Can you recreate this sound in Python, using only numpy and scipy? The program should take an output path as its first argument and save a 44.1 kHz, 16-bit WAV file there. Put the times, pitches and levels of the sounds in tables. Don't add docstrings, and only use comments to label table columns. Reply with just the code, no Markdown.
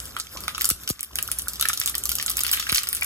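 import sys
import numpy as np
from scipy import signal
from scipy.fft import rfft, irfft
from scipy.io import wavfile
from scipy.ndimage import uniform_filter1d

SR = 44100
rng = np.random.default_rng(int(sys.argv[2]) if len(sys.argv) > 2 else 0)


def master(y):
    cut = np.clip(np.atleast_2d(y).T, -1, 1)
    pcm = np.round(cut * 32767)
    wavfile.write(sys.argv[1], SR, pcm.astype(np.int16))


def rack_gain(trim_db):
    fader = np.asarray(trim_db, float)
    return 10 ** (fader / 20)


N = 134505

# start in seconds, crack level in dB, knock level in dB, knock pitch in Hz.
EARLY_POPS = [(0.0012, -18.5, -20.5, 5190), (0.0555, -20, -27, 6050), (0.1661, -20.5, -15.5, 3220),
              (0.188, -19, -34, 3990), (0.1994, -14.5, -11, 7050), (0.2685, -37, -31, 3900),
              (0.372, -31, -19, 4470), (0.4058, -19, -27, 7060), (0.4378, -20, -23, 3850),
              (0.4812, -13, -11, 3070), (0.5485, -33, -16, 4600), (0.5594, -31, -28, 4890),
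              (0.5804, -13.5, -17, 4200), (0.595, -30, -21, 5830), (0.604, -30, -16, 6800),
              (0.611, -6.5, -8.5, 3160), (0.6185, -3.5, -11, 6360), (0.6446, -3, -8, 6540),
              (0.6542, -2, -13, 5440), (0.6592, -22, -24, 7050), (0.6905, 0, -14, 6760),
              (0.7017, 0, -10, 6500), (0.7047, -11, -15, 5320), (0.7108, -14, -12, 6800),
              (0.835, -21.5, -30, 5160), (0.8767, -14, -10.5, 4600), (0.8907, -9, -16, 6520),
              (0.9004, -4.5, -12.5, 6710), (0.9936, -26, -23, 3730), (1.008, -9, -25, 5840),
              (1.0304, -8.5, -23, 4560), (1.1566, -7.5, -17, 4100), (1.187, -8.5, -10, 2800),
              (1.227, -5, -21, 5900), (1.277, -13.5, -23.5, 4430), (1.302, -31, -30, 5510),
              (1.3162, -2.5, -15, 4760), (1.3224, -21, -23, 4680), (1.3873, -5, -30, 4790),
              (1.3954, -26, -17, 4550), (1.4208, -13, -28, 4960), (1.4835, -6.5, -16.5, 6400),
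              (1.4951, -28, -25, 6540), (1.5344, -14.5, -22.5, 5770), (1.557, -20, -23, 6180)]
CROWDED_POPS = [(1.5974, -16, -9.5, 6940), (1.6112, -1.5, -8.5, 6500), (1.6252, -7, -5, 3950),
                (1.6553, -11, -7.5, 2560), (1.6768, -26, -18, 6190), (1.6868, -1.5, -10, 7060),
                (1.6959, -22, -10.5, 2600), (1.7033, -32, -17, 3050), (1.732, -16, -9, 5100),
                (1.7366, -8.5, -27, 4300), (1.7748, -12.5, -14.5, 6070), (1.796, -24, -19, 5340),
                (1.8001, -2.5, -25, 6360), (1.8148, -26, -10, 3700), (1.8259, -20, -29, 4420),
                (1.8364, -19, -19, 4870), (1.86, -2.5, -14.5, 6000), (1.8756, -6, -11.5, 5250),
                (1.885, -17, -15, 7200), (1.8963, -11, -21, 5660), (1.8992, -13, -23, 5680),
                (1.9453, -39, -16.5, 3100), (1.9528, -8.5, -11, 5160), (1.9811, -6.5, -18, 6700),
                (2.0376, -8.5, -20, 5200), (2.0555, -5, -14, 6230), (2.0928, -3, -12.5, 4800),
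                (2.1172, -5, -12, 6260), (2.1537, -5, -16.5, 5740), (2.1854, -15, -14, 5100),
                (2.1983, -30, -11, 3800), (2.2021, -30, -30, 4830), (2.212, -18, -17, 5200),
                (2.2262, -6, -15, 4390), (2.2626, -5.5, -15, 7140), (2.2808, -19, -11, 3800),
                (2.2978, -5, -24, 6120), (2.3023, -8, -14, 5600), (2.314, -10, -16, 6480),
                (2.3169, -19, -24, 5370), (2.3363, -32, -24, 3020), (2.3558, -26, -24, 5940),
                (2.3698, -4, -15, 4900), (2.3768, -18, -23, 4640), (2.382, -10, -15.5, 2700)]
LATE_POPS = [(2.3919, -8, -12, 3000), (2.4061, -8, -18, 5970), (2.4087, -16, -10, 6650),
             (2.4353, -3.5, -11.5, 6570), (2.4485, -18, -11, 3500), (2.4663, -6, -10, 5020),
             (2.4803, -13, -14, 4150), (2.4934, -26, -13, 3820), (2.502, -23, -28, 7070),
             (2.5149, -0.5, -14.5, 4080), (2.529, -4, -13, 5200), (2.533, -2, -6.5, 3220),
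             (2.538, -6, -19, 6740), (2.5447, -23, -17, 5010), (2.569, -12.5, -23, 6280),
             (2.5735, -22, -14, 3050), (2.586, -30, -17, 4790), (2.597, -8, -36, 4670),
             (2.599, -26, -8.5, 4820), (2.6266, -26, -14, 4240), (2.6373, -23, -40, 3750),
             (2.6686, -24, -15, 3070), (2.6918, -9.5, -13.5, 3860), (2.6962, -12, -5.5, 3280),
             (2.7202, -1.5, -22, 4450), (2.7263, -15, -6, 2720), (2.7464, -10, -3.5, 5370),
             (2.7506, -4, -20, 4490), (2.7591, -10, -5.5, 4800), (2.7652, -24, -20, 4240),
             (2.7724, -3.5, -15, 4380), (2.7812, -22, -4, 4300), (2.7894, -11, -14, 4600),
             (2.8196, -32, -24, 4230), (2.8336, -10.5, -17.5, 5000), (2.838, -19, -22.5, 2800),
             (2.8718, -15, -16.5, 3380), (2.8886, -3.5, -17, 5900), (2.9295, -3.5, -14, 3500),
             (2.9492, -7, -18.5, 5670), (2.9678, -13, -18, 4140), (3.0112, -13, -23, 5290),
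             (3.0247, -35, -11.5, 2440), (3.032, -9, -19, 4090), (3.0449, -10, -24, 4210)]
# frequency in Hz, level in dB, 60 dB decay time in seconds.
PAN_MODES = [(1290, -7, 0.045), (1890, -16, 0.033)]
# start in seconds, level in dB, bubble pitch in Hz.
STEAM_BUBBLES = [(0.1671, -16, 1325), (0.354, -33, 563), (0.364, -24.5, 1080), (0.4395, -29.5, 1250),
                 (0.4836, -20, 1230), (0.5504, -21.5, 1320), (0.582, -20, 1270), (0.6456, -23, 1400),
                 (0.7012, -23, 1360), (0.876, -31, 1360), (1.11, -34.5, 1060), (1.2894, -23, 1370),
                 (1.474, -24.5, 1446), (1.627, -29, 1370), (1.6548, -11, 1780), (1.702, -16, 1320),
                 (1.9433, -25.5, 1890), (2.1998, -19, 1790), (2.5334, -26, 1885), (2.67, -18, 1610),
                 (3.0232, -9.5, 2360)]
# start in seconds, level in dB, fade time in seconds.
AIR_PUFFS = [
    (0.71, -24.5, 0.015),
    (0.902, -15.5, 0.0084),
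    (2.7201, -24, 0.019),
]
# time in seconds, level in dB.
FIZZ_GROWTH = [(0, -46), (1.2, -44.5), (2.3, -43), (3.05, -40.5)]
# frequency in Hz, gain in dB.
FIZZ_SPECTRUM = [(700, -23.5), (1250, 5), (2400, -3), (6500, -2.5), (12000, 1), (14300, 3.5), (14800, -38)]
# frequency in Hz, gain in dB.
FLAME_SPECTRUM = [(25, -44), (60, 3), (95, -6), (290, -14), (900, -22.5), (1300, -19.5), (2500, -72)]
# frequency in Hz, lead of the left port besides its lag in radians.
PORT_PHASE = [(0, 0), (1380, 3.2), (3100, 9.7), (6500, 13.6), (16000, 13.8)]
# frequency in Hz, level in dB.
CASE_SPECTRUM = [(1800, -10), (3200, 0), (6000, -3), (8300, -16), (14300, -16), (15000, -40)]
# start in seconds, end in seconds, gain change in dB.
GAIN_MOVES = [
    (0, 0.206, 3),
    (0.203, 0.318, -4),
    (0.345, 0.474, 4),
    (0.718, 0.836, -3),
    (0.908, 1.123, -11.5),
]


def level(x, db):
    return x * rack_gain(db) / np.sqrt(np.mean(x ** 2))


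def colour(x, table):
    table = np.array(table)
    hz = np.fft.rfftfreq(N, 1 / SR)
    gain_db = np.interp(np.log(hz + 1), np.log(table[:, 0]), table[:, 1])
    return irfft(rfft(x) * rack_gain(gain_db), N)


def band(x, low_hz, high_hz, order):
    return signal.sosfilt(signal.butter(order, [low_hz, high_hz], "band", fs=SR, output="sos"), x)


def walk(rate):
    hold = int(SR / rate)
    steps = np.repeat(rng.standard_normal(N // hold + 1), hold)
    return 1.04 * uniform_filter1d(uniform_filter1d(steps, hold), hold)[:N]


def add(out, at_s, grain):
    i = int(at_s * SR)
    out[i:i + len(grain)] += grain[:N - i]


def ring(t, hz, t60, phase):
    return np.sin(2 * np.pi * hz * t + phase) * np.exp(-np.log(1000) * t / t60)


def unit_peak(x):
    return x / np.sqrt(2 * uniform_filter1d(x ** 2, size=17).max())


def pops():
    lead_s, rise_s, crack_fall_s, knock_fall_s = 0.002, 0.00035, 0.0002, 0.0005
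    crack_gain_db, knock_gain_db, ring_db = -2.5, -4.5, -16
    spatter_db, spatter_s, spatter_spread = -16.5, 0.009, 0.38
    out, t = np.zeros(N), np.arange(SR // 14) / SR
    after = np.clip(t - lead_s, 0, 1)
    rise = np.exp(np.minimum(t - lead_s, 0) / rise_s)
    for at, crack_db, knock_db, hz in EARLY_POPS + CROWDED_POPS + LATE_POPS:
        noise = rng.standard_normal((4, len(t)))
        chance = rng.standard_normal((len(PAN_MODES) + 1, 2))
        crack = unit_peak(band(noise[0] * rise * np.exp(-after / crack_fall_s), 8000, 15200, order=3))
        knock = unit_peak(band(noise[1] * rise * np.exp(-after / knock_fall_s), hz / 2, hz * 1.5, order=2))

        drops = noise[2] * rack_gain(30 * uniform_filter1d(noise[3], size=40))
        fall_s = spatter_s * np.exp(spatter_spread * chance[-1, 0])
        drops = rack_gain(spatter_db) * drops * rise * np.exp(-after / fall_s)
        crack = crack + band(drops, 7800, 14300, order=6)
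        knock = knock + 3 * band(drops, hz / 2, hz * 1.4, order=2)

        body = np.zeros(len(t))
        for (mode_hz, mode_db, t60), c in zip(PAN_MODES, chance):
            body += rack_gain(mode_db + 2 * c[0]) * ring(after, mode_hz * (1 + 0.075 * c[1]), t60, 0)
        dull = rack_gain(knock_gain_db) * knock + rack_gain(ring_db) * body
        pop = rack_gain(crack_db + crack_gain_db) * crack + rack_gain(knock_db) * dull
        add(out, max(at - lead_s, 0), pop)
    return out


def plops():
    rise_s, t60, gain_db = 0.00113, 0.014, 4.5
    out, t = np.zeros(N), np.arange(SR // 14) / SR
    for at, db, hz in STEAM_BUBBLES:
        note = ring(t, hz, t60, 0) + 0.5 * ring(t, hz * 1.105, t60 / 2, 0)
        note = note * (1 - np.exp(-(t / rise_s) ** 2))
        add(out, at - 1.602 * rise_s, rack_gain(db + gain_db) * note)
    return out


def puffs():
    turn_ratio = 2.53
    rise_s, phase = 0.0024, 0.75
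    out, t = np.zeros(N), np.arange(1, SR // 10) / SR
    swing = np.sin(2 * np.pi * np.log(t / 0.0022) / np.log(turn_ratio) + phase)
    for at, db, fade_s in AIR_PUFFS:
        add(out, at, rack_gain(db) * swing * (1 - np.exp(-(t / rise_s) ** 2)) * np.exp(-t / fade_s))
    return out


def crackle():
    bursts_per_s, spread_db = 900, 4
    out, t = np.zeros(N), np.arange(200) / SR
    for at, pitch, size in rng.random((int(bursts_per_s * N / SR), 3)):
        hz = 3500 * 4 ** pitch
        add(out, at * N / SR, rack_gain(-spread_db * np.log(1 - 0.95 * size)) * ring(t, hz, 5 / hz, 0))
    return out


def hiss():
    flicker = 4 * walk(40)
    out = np.zeros(N)
    for hz in 600 * 1.5 ** np.arange(8):
        own = rack_gain(2 * walk(23.57) + flicker)
        out += own * level(band(rng.standard_normal(N), hz, hz * 1.36, order=2), 10 * np.log10(hz))
    return out


def fizz():
    crackle_db = -4
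    mix = level(colour(hiss(), FIZZ_SPECTRUM), 0) + level(colour(crackle(), FIZZ_SPECTRUM), crackle_db)
    growth = np.array(FIZZ_GROWTH)
    return level(mix, 0) * rack_gain(np.interp(np.arange(N) / SR, growth[:, 0], growth[:, 1]))


def flame():
    mid = level(colour(rng.standard_normal(N), FLAME_SPECTRUM), 0)
    hum_hz = 62 * (1 + 0.06 * walk(9))
    hum = np.sin(2 * np.pi * np.cumsum(hum_hz) / SR) * rack_gain(3.0 * walk(12) - 2)
    mid = (mid + hum) * rack_gain(2.5 * walk(3.14))
    side = level(colour(rng.standard_normal(N), FLAME_SPECTRUM), 0)
    side = colour(side, [(130, -14.5), (700, -3.5)])
    return level(mid + side * np.array([[1], [-1]]), -46)


def kitchen(x):
    room_db, t60, gap_s = -15, 0.2, 0.003
    t = np.arange(SR // 3) / SR
    tail = rng.standard_normal((2, len(t))) * np.exp(-np.log(1000) * t / t60) * (t > gap_s)
    tail = tail / np.sqrt(np.sum(tail ** 2) / 2)
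    return rack_gain(room_db) * signal.fftconvolve(x[None], tail, axes=1)[:, :N]


def ports(x):
    lag_s, echo_fall_s = 0.000313, 0.0007
    hz, phase = np.fft.rfftfreq(N, 1 / SR), np.array(PORT_PHASE)
    turn = np.exp(1j * (np.interp(hz, phase[:, 0], phase[:, 1]) - 2 * np.pi * hz * lag_s))
    pair = np.array([irfft(rfft(x) * turn, N), x])

    t, scatter = np.arange(600) / SR, 0
    place = np.repeat(rng.integers(0, 10, N // 500 + 1), 500)[:N]
    for k in range(10):
        echo = rng.standard_normal((2, len(t))) * np.exp(-t / echo_fall_s)
        echo = echo / np.sqrt(np.sum(echo ** 2) / 2)
        part = pair * np.sqrt(np.abs(uniform_filter1d(1.0 * (place == k), size=100)))
        scatter = scatter + signal.fftconvolve(part, echo, axes=1)[:, :N]
    return pair + colour(scatter, CASE_SPECTRUM)


def phone_gain():
    t = np.arange(N) / SR
    gain_db = sum(db * ((t > start) & (t < end)) for start, end, db in GAIN_MOVES)
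    return rack_gain(uniform_filter1d(gain_db, int(0.018 * SR)))


def scene():
    gain = phone_gain()
    pan = pops() + plops()
    direct = ports(pan + fizz() * np.sqrt(gain))
    room = colour(kitchen(pan), [(14000, 8), (14800, -55)]) * gain
    puff = puffs()
    t = np.arange(N) / SR
    late_puff = np.interp(t - 0.0003, t, puff)
    return direct + room + np.array([puff, 0.9 * late_puff]) + flame() * gain


def low_pass(x):
    return signal.sosfilt(signal.butter(12, 17140, fs=SR, output="sos"), x)


def record(dry):
    x = signal.sosfilt(signal.ellip(8, 0.5, 70, 16100, fs=SR, output="sos"), dry)
    return low_pass(np.tanh(x))


dry = scene()
out = record(dry)
master(out)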